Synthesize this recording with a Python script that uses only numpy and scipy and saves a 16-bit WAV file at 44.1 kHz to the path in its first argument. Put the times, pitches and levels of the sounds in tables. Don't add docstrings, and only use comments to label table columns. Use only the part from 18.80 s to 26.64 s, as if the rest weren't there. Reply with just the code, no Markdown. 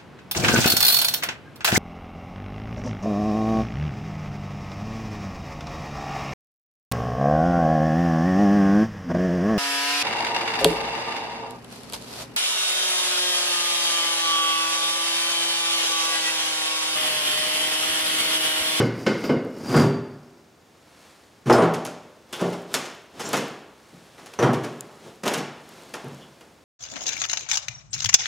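import sys
import numpy as np
from scipy import signal
from scipy.io import wavfile
from scipy.ndimage import uniform_filter1d

SR = 44100
rng = np.random.default_rng(int(sys.argv[2]) if len(sys.argv) > 2 else 0)


def store_wav(level_fs):
    pcm = np.round(np.clip(np.atleast_2d(level_fs), -1, 1) * 32767)
    wavfile.write(sys.argv[1], SR, pcm.T.astype(np.int16))


N = 345744
RING = int(1.3 * SR)
CUTOFF_HZ = 16000
BANDS = 31.25 * 2 ** (np.arange(28) / 3)

REGISTER_HZ = [170, 600, 2500, 7000]
# t/s, contact/s, level/dB, extra bass/dB, treble tilt/(dB per octave), panel note f/Hz
CAGE_KNOCKS = [(0.0, 0.0019, -17, 2, -4, 119), (.264, 0.0023, -17, -0.5, -2.5, 212),
               (0.342, 0.002, -29, -12, -12, 324), (.439, .001, -29.5, 1.5, -2.06, 346),
               (.493, 0.0056, -14, -3, -8, 249), (.645, 0.011, -29.5, -5.5, -22, 260)]
FLOOR_THUDS = [(.880, 0.024, -30, 5.5, -1.5, 232.6), (.937, 0.0054, -17, 1, -5, 147.1),
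               (.957, 0.011, -19.5, 1, -2.8, 268), (.990, 0.006, -26.5, 4, -2, 396),
               (1.033, 0.015, -29, 8.5, -8, 144.7), (2.655, 0.024, -27.5, 6.5, -2.5, 115.7),
               (2.697, 0.0009, -7.5, -18, -7, 352.7), (2.724, 0.004, -27, 3, -0.5, 656),
               (2.772, .014, -10, -18, -9, 421.4), (2.816, 0.0084, -16, -10.5, -6, 167.5),
               (3.612, 0.0055, -18, -13.5, -14, 177), (5.125, 0.011, -52.5, 2, -10, 173.4),
               (5.588, 0.0024, -20, -8.5, -5, 487), (5.623, 0.0046, -13, -11.5, -6, 125.3),
               (5.637, .008, -19, -2, -12, 235.1), (6.085, 0.0097, -43, -15, -8.5, 398),
               (6.255, .005, -43.5, -7, -9, 444), (7.228, 0.031, -37.5, 0.5, -5.5, 139)]
# t/s, contact/s, level/dB, extra bass/dB, treble tilt/(dB per octave)
SHEET_CLACKS = [(2.938, .002, -27.5, -4, -1.1), (3.050, .0014, -35.5, 0.5, 1.97),
                (3.527, 0.0028, -30, -11, 0.3), (3.590, 0.025, -19.5, -18, -2.5),
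                (3.724, 0.0078, -32, -7, -1.2), (3.941, 0.00051, -21.5, -14, 1.05),
                (4.054, 0.0031, -36.5, -14, 0), (4.392, 0.012, -26.5, -9.5, 0.4),
                (4.531, 0.0023, -16.5, -7, -1.2), (4.568, 0.0024, -24, -1.5, -0.5),
                (5.376, 0.0095, -39.5, -8, -1.1), (5.460, .0009, -41.5, -37, -0.2),
                (5.534, 0.0046, -40.5, -18, -1), (5.732, 0.0027, -24, -2.5, -2.5),
                (5.836, 0.0052, -28, -1, -1.5), (6.433, 0.0052, -27, 1, -1.3),
                (6.452, 0.014, -16.5, -14, -1.7), (6.478, 0.0011, -22, -11, -1),
                (6.510, 0.0068, -21.5, -6, -3.5), (6.536, .002, -24.5, -11, 0),
                (6.576, 0.0028, -28, 2, -0.8), (7.138, .002, -27, -19, -2),
                (7.608, 0.00092, -45.5, -7, -1.5)]
# t/s, level/dB before the band filter
GRIT_SNAPS = [(.649, -47), (6.008, -24), (6.891, -38.5), (7.023, -45)]
# t/s, contact/s, f/Hz, width/Hz, level/dB, t60/s
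PART_PINGS = [(.440, .001, 13500, 1500, -51, 0.19), (.925, 0.04, 4690, 89, -40, 0.79),
              (2.725, 0.0036, 5080, 300, -27.5, 0.13), (2.776, 0.011, 9000, 121, -41.5, 0.25),
              (4.445, 0.015, 6460, 2170, -32.5, 0.25), (3.527, 0.0015, 3154, 697, -37.5, 0.37),
              (5.588, .001, 5940, 420, -31, 0.1), (5.622, .004, 3220, 60.6, -43, 0.77),
              (5.623, .004, 5760, 40, -45, 0.46), (6.538, .002, 2900, 598, -33, 0.18),
              (7.408, 0.021, 3180, 600, -45, 0.2)]

# f/Hz, width/Hz, relative level/dB, t60/s
CAGE_MODES = [(1484, 116, -6, 0.67), (1960, 56, -15, 0.76), (2137, 70.4, -5, 0.63), (2900, 54, -16, 0.88),
              (3018, 98, -6.5, 0.21), (4020, 80, -33, .5), (4740, 61, -16.5, 0.55), (5160, 155, -18, 0.28),
              (6900, 70, -29, 0.27)]
# f/Hz, relative level/dB, t60/s
SLIDING_MODES = [(4650, -7, 0.67), (4813, -0.5, 0.12), (4810, -3, 0.21), (7100, -25, .2), (13130, -21, .05)]
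# f/Hz, relative level/dB, t60/s
SHELL_MODES = [(144.6, 3, 0.67), (165, -16, 0.74), (239.9, 2.5, 0.72), (269.4, -4, 0.33),
               (349.6, 0.5, 0.57), (398.3, 0, 0.86), (469.6, 1.5, 0.53), (589.5, -11, 0.99),
               (621, -15.5, 1), (700, -22, 1), (769.7, -4.5, 0.69), (876, -10.5, 0.87), (952, -7.5, 0.5),
               (1038, -33, 0.32), (1104, -5, 0.4), (1146, -9, 0.53), (1232, -9, 0.39), (1430, -3, 0.39),
               (1663, -28, 0.86), (2040, -15.5, 0.66), (2370, -42, 0.77), (2750, -11.5, 0.48),
               (3030, -7, 0.51), (3190, -12, 0.69), (4000, -33, 0.45), (5755, -2, 0.15), (6270, -22, 0.38),
               (7040, -38, 0.42), (9100, -29, 0.29)]
# f/Hz, t60/s
REVERBERATION = [(100, 0.69), (300, 0.92), (1000, 0.9), (3000, 0.77), (6000, 0.56), (14000, 0.21)]

# f/Hz, level/dB per third octave
KNOCK_SPECTRUM = [(40, -36), (95, -50), (125, -16), (250, -7), (500, -5), (700, -18), (1100, -9),
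                  (1600, -8), (2500, -7.5), (3200, -9), (5000, -5.5), (6300, -10.5), (10000, -21),
                  (15000, -28)]
FLOOR_SPECTRUM = [(40, -33), (95, -27), (125, -7.5), (200, -8), (320, -6), (500, -9.5), (800, -9.5),
                  (1300, -6), (2000, -10), (3100, -11.5), (4000, -11), (6000, -8.5), (10000, -12.5),
                  (15000, -23)]
CLACK_SPECTRUM = [(40, -49), (95, -40), (130, -20), (210, -9), (400, -8.5), (600, -12), (1100, -10.5),
                  (2000, -10.5), (3200, -10.5), (4000, -12.5), (6000, -9.5), (8000, -13), (10000, -13),
                  (15000, -24)]
SCUFF_SPECTRUM = [(30, -66), (90, -32), (160, -14), (400, -10.5), (900, -12.5), (2000, -18.5), (3200, -15),
                  (7000, -18.5), (10000, -23), (15000, -32)]
SLIDE_SPECTRUM = [(30, -50), (100, -9.5), (250, 5.5), (800, -4.5), (2500, -10.5), (3800, -15), (5000, -5.5),
                  (7000, -12.5), (11000, -14.5), (15000, -20)]
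CLOTH_SPECTRUM = [(30, -60), (150, -48), (500, -11), (1500, -11), (4000, -10.5), (7000, -12.5),
                  (11000, -15), (15000, -27)]
# f/Hz, level/dB per third octave
HISS_SPECTRUM = [(30, -100), (50, -85), (70, -72), (100, -72), (160, -68.5), (320, -65), (600, -67),
                 (1200, -69), (3000, -72.5), (6000, -71), (10000, -77.5), (15000, -79)]
# f/Hz, level/dB per third octave
SIDE_NOISE_SPECTRUM = [(40, -98), (100, -90), (320, -75.5), (1000, -76.5), (3000, -79.5), (9000, -87.5),
                       (13000, -97), (15000, -110)]

# t/s, hold/s, level/dB
TUBE_SLIDES = [(0, 0.037, -47), (.22, 0.069, -47.5), (.455, .01, -44.5), (.95, 0.058, -38.5),
               (1.15, 0.45, -67)]
# t/s, hold/s, level/dB
FLOOR_SCUFFS = [(3.57, 0.13, -38.5), (3.92, 0.12, -39.5), (4.39, .05, -39.5), (4.47, 0.077, -31.5),
                (5.42, .16, -50.5), (6.25, 0.03, -45), (6.92, 0.5, -47)]
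# t/s, hold/s, level/dB
CLOTH_BRUSHES = [(2.23, 0.021, -53), (2.6, 1.5, -63.5), (5.11, 1.09, -55), (6.92, .05, -52),
                 (7.55, 0.089, -58.5)]
SLIDE_RATES, SCUFF_RATES, CLOTH_RATES = (84, 150), (210, 87), (38, 29)

CRUSH_DB, CRUSH_LOSS_DB_PER_S = 2, 2500
GRIT_PER_S, GRIT_OVER_RUB_DB, GRIT_SPREAD_DB = 16, -3, 4.5


def from_db(db):
    return 10 ** (np.asarray(db) / 20)


def at_hz(points, hz):
    f, value = np.transpose(points)
    return np.interp(np.log(hz), np.log(f), value)


def decay_60(t, t60):
    return np.exp(-np.log(1000) * t / t60)


def band_gains(colour):
    return from_db(at_hz(colour, BANDS)).astype(np.float32)


def filtered(order, hz, kind, x):
    return signal.sosfilt(signal.butter(order, hz, kind, fs=SR, output="sos"), x)


def add(out, s, sound):
    i = round(s * SR)
    out[i:i + len(sound)] += sound[:N - i]


def wobble(per_s, size):
    knots = np.arange(size) * per_s / SR
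    return np.interp(knots, np.arange(N // 8), rng.standard_normal(N // 8))


def dense_modes():
    white, out = rng.standard_normal((2, N + SR)), []
    for k, hz in enumerate(BANDS):
        edges = hz * 2 ** (np.array([-1, 1]) / 6)
        band = filtered(2, edges, "band", white[k % 2])
        rms = np.sqrt(uniform_filter1d(band ** 2, size=3000) + 1e-18)
        out.append((band / rms)[SR:])
    return np.array(out, dtype=np.float32)


def room_hiss(modes):
    return band_gains(HISS_SPECTRUM) @ modes


def side_noise(modes):
    side = np.roll(band_gains(SIDE_NOISE_SPECTRUM) @ modes, N // 2)
    return np.array([side, -side])


def cabin(x, echo_db, fade_s, corner_hz, count=24):
    delays = rng.uniform(.002, .03, count)
    echoes = np.zeros(SR // 20)
    echoes[(delays * SR).astype(int)] = rng.choice([-1, 1], count) * np.exp(-delays / fade_s)
    echoes /= np.linalg.norm(echoes)
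    bright = filtered(2, corner_hz, "high", x)
    return x + from_db(echo_db) * signal.fftconvolve(bright, echoes)[:N]


def microphone(x, side_db, corner_hz, top_hz):
    t = np.arange(SR // 20) / SR
    scatter = rng.standard_normal(len(t)) * np.exp(-t / 0.014)
    side = signal.fftconvolve(x, scatter / np.linalg.norm(scatter))[:N]
    side = from_db(side_db) * filtered(1, [corner_hz, top_hz], "band", side)
    return np.array([from_db(.1) * (x + side), x - side])


def strokes(rows, rates):
    t, (rise, fall) = np.arange(N) / SR, rates
    levels = []
    for s, hold, db in rows:
        before, after = np.maximum(s - t, 0), np.maximum(t - s - hold, 0)
        levels.append(db - rise * before - fall * after)
    return from_db(np.max(levels, axis=0))


def friction(modes, colour, pressure, grain_db, grains_per_s):
    noise = np.roll(band_gains(colour) @ modes, rng.integers(N))
    return noise * pressure * from_db(grain_db * wobble(grains_per_s, N))


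def blow_force(db, bass_db, tilt):
    boom_hz, body_hz = REGISTER_HZ[:2]
    upper = [(hz, db + tilt * np.log2(hz / body_hz)) for hz in REGISTER_HZ[1:]]
    return [(boom_hz, db + bass_db)] + upper


def snaps(rubbing, fade_s, low_hz, high_hz):
    out, t = np.zeros(N), np.arange(SR // 20) / SR
    fade = np.exp(-t / fade_s)
    crushed = []
    for s, contact, *blow in SHEET_CLACKS:
        force_db = at_hz(blow_force(*blow), low_hz)
        crushed.append((s, force_db + CRUSH_DB - CRUSH_LOSS_DB_PER_S * contact))
    for s, db in GRIT_SNAPS + crushed:
        add(out, s, from_db(db) * fade * rng.standard_normal(len(t)))
    happens = rng.random(N) < GRIT_PER_S / SR
    pops = happens * rubbing * from_db(GRIT_OVER_RUB_DB + GRIT_SPREAD_DB * rng.standard_normal(N))
    out += signal.fftconvolve(pops, fade)[:N] * rng.standard_normal(N)
    return 2 * filtered(2, [low_hz, high_hz], "band", out)


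def cluster(hz, width_hz, t60):
    t = np.arange(RING) / SR
    spread = width_hz * (np.arange(7) - 3 + rng.uniform(-.5, .5, 7)) / 6
    phase = (hz + spread)[:, None] * t + rng.random((7, 1))
    beats = np.sin(2 * np.pi * phase).sum(axis=0)
    return beats * np.sqrt(2 / 7) * decay_60(t, t60)


def pings():
    out, t = np.zeros(N), np.arange(RING) / SR
    for s, contact, hz, width, db, t60 in PART_PINGS:
        add(out, s, from_db(db) * cluster(hz, width, t60) * np.minimum(t / contact, 1))
    return out


def ring(force, hz, t60):
    r, w = from_db(-60 / (t60 * SR)), 2 * np.pi * hz / SR
    return signal.lfilter([0, np.sin(w)], [1, -2 * r * np.cos(w), r * r], force + 1e-18)


def tube(load, knocked_db, drive_hz, rubbed_db, bite):
    out = np.zeros(N)
    for s, _, *blow, _ in CAGE_KNOCKS:
        ring_db = knocked_db + at_hz(blow_force(*blow), drive_hz)
        ringing = sum(from_db(db) * cluster(hz, width, t60) for hz, width, db, t60 in CAGE_MODES)
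        add(out, s, from_db(ring_db) * ringing)
    rub = from_db(rubbed_db) * (load / load.max()) ** bite * rng.standard_normal(N)
    return out + sum(from_db(db) * ring(rub, hz, t60) / np.sqrt(t60) for hz, db, t60 in SLIDING_MODES)


def panel_notes(table, t60, level_db):
    out, t = np.zeros(N), np.arange(RING) / SR
    for s, contact, db, bass_db, _, hz in table:
        swell = 1 - np.exp(-t / contact)
        note = swell * np.sin(2 * np.pi * hz * t) * decay_60(t, t60)
        add(out, s, from_db(db + bass_db / 2 + level_db) * note)
    return out


def blows(table, modes, colour, early_t60, tail_db, treble_haste, grit_db, shell_db):
    out, t = np.zeros(N), np.arange(RING) / SR
    spot_t60 = early_t60 * (BANDS / 1000) ** -treble_haste
    spot = decay_60(t, spot_t60[:, None])
    tail = from_db(tail_db) * decay_60(t, at_hz(REVERBERATION, BANDS)[:, None])
    decay = np.hypot(spot, tail).astype(np.float32)
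    shell_hz, mode_db, t60 = np.transpose(SHELL_MODES)
    shell = np.sin(2 * np.pi * shell_hz[:, None] * t) * decay_60(t, t60[:, None])
    treble = BANDS > REGISTER_HZ[2]
    for s, contact, db, bass_db, tilt, *_ in table:
        force = blow_force(db, bass_db, tilt)
        gains = from_db(at_hz(force, BANDS) + at_hz(colour, BANDS)).astype(np.float32)
        start = rng.integers(N - RING)
        sheet = decay * modes[:, start:start + RING]
        chatter = from_db(grit_db * wobble(610, RING) * np.exp(-t / 0.03))
        uneven_db = rng.normal(0, 0.82, len(shell_hz))
        share = from_db(shell_db + mode_db + at_hz(force, shell_hz) + uneven_db)
        share *= rng.choice([-1, 1], len(shell_hz))
        low, high = (gains * ~treble) @ sheet, (gains * treble) @ sheet
        sound = low + chatter * high + share @ shell
        add(out, s, sound * np.minimum(t / contact, 1))
    return out


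def scene():
    modes = dense_modes()
    push, tread = strokes(TUBE_SLIDES, SLIDE_RATES), strokes(FLOOR_SCUFFS, SCUFF_RATES)
    brush = strokes(CLOTH_BRUSHES, CLOTH_RATES)

    hiss = room_hiss(modes)
    cloth = friction(modes, CLOTH_SPECTRUM, brush, grain_db=1.2, grains_per_s=330)
    scuff = friction(modes, SCUFF_SPECTRUM, tread, grain_db=0.5, grains_per_s=950)
    slide = friction(modes, SLIDE_SPECTRUM, push, grain_db=2.5, grains_per_s=260)
    grit = snaps(push + tread, fade_s=0.00093, low_hz=5330, high_hz=12400)

    clatter = blows(SHEET_CLACKS, modes, CLACK_SPECTRUM, early_t60=0.18, tail_db=-9.5,
                    treble_haste=0.33, grit_db=4.5, shell_db=-17.5)
    floor = blows(FLOOR_THUDS, modes, FLOOR_SPECTRUM, early_t60=0.4, tail_db=-6.5,
                  treble_haste=0.26, grit_db=3.0, shell_db=-9.0)
    floor += panel_notes(FLOOR_THUDS, t60=0.65, level_db=1.5) + pings()
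    cage = blows(CAGE_KNOCKS, modes, KNOCK_SPECTRUM, early_t60=0.18, tail_db=-10.0,
                 treble_haste=0.68, grit_db=2.0, shell_db=-15.5)
    cage += panel_notes(CAGE_KNOCKS, t60=0.51, level_db=-2.5)
    cage += tube(push, knocked_db=-8.0, drive_hz=1700, rubbed_db=-71, bite=1.84)

    steel = filtered(3, 85, "high", cage + floor + clatter)
    inside = cabin(steel + slide + scuff, echo_db=-10, fade_s=0.0069, corner_hz=1410)
    heard = inside + cloth + grit + hiss
    return microphone(heard, side_db=-17.0, corner_hz=1530, top_hz=8950) + side_noise(modes)


def record(dry):
    top = 0.76
    rounded = top * np.tanh(dry / top)
    low_pass = signal.cheby2(14, 70, CUTOFF_HZ + 700, fs=SR, output="sos")
    return signal.sosfilt(low_pass, rounded)


dry = scene()
out = record(dry)
store_wav(out)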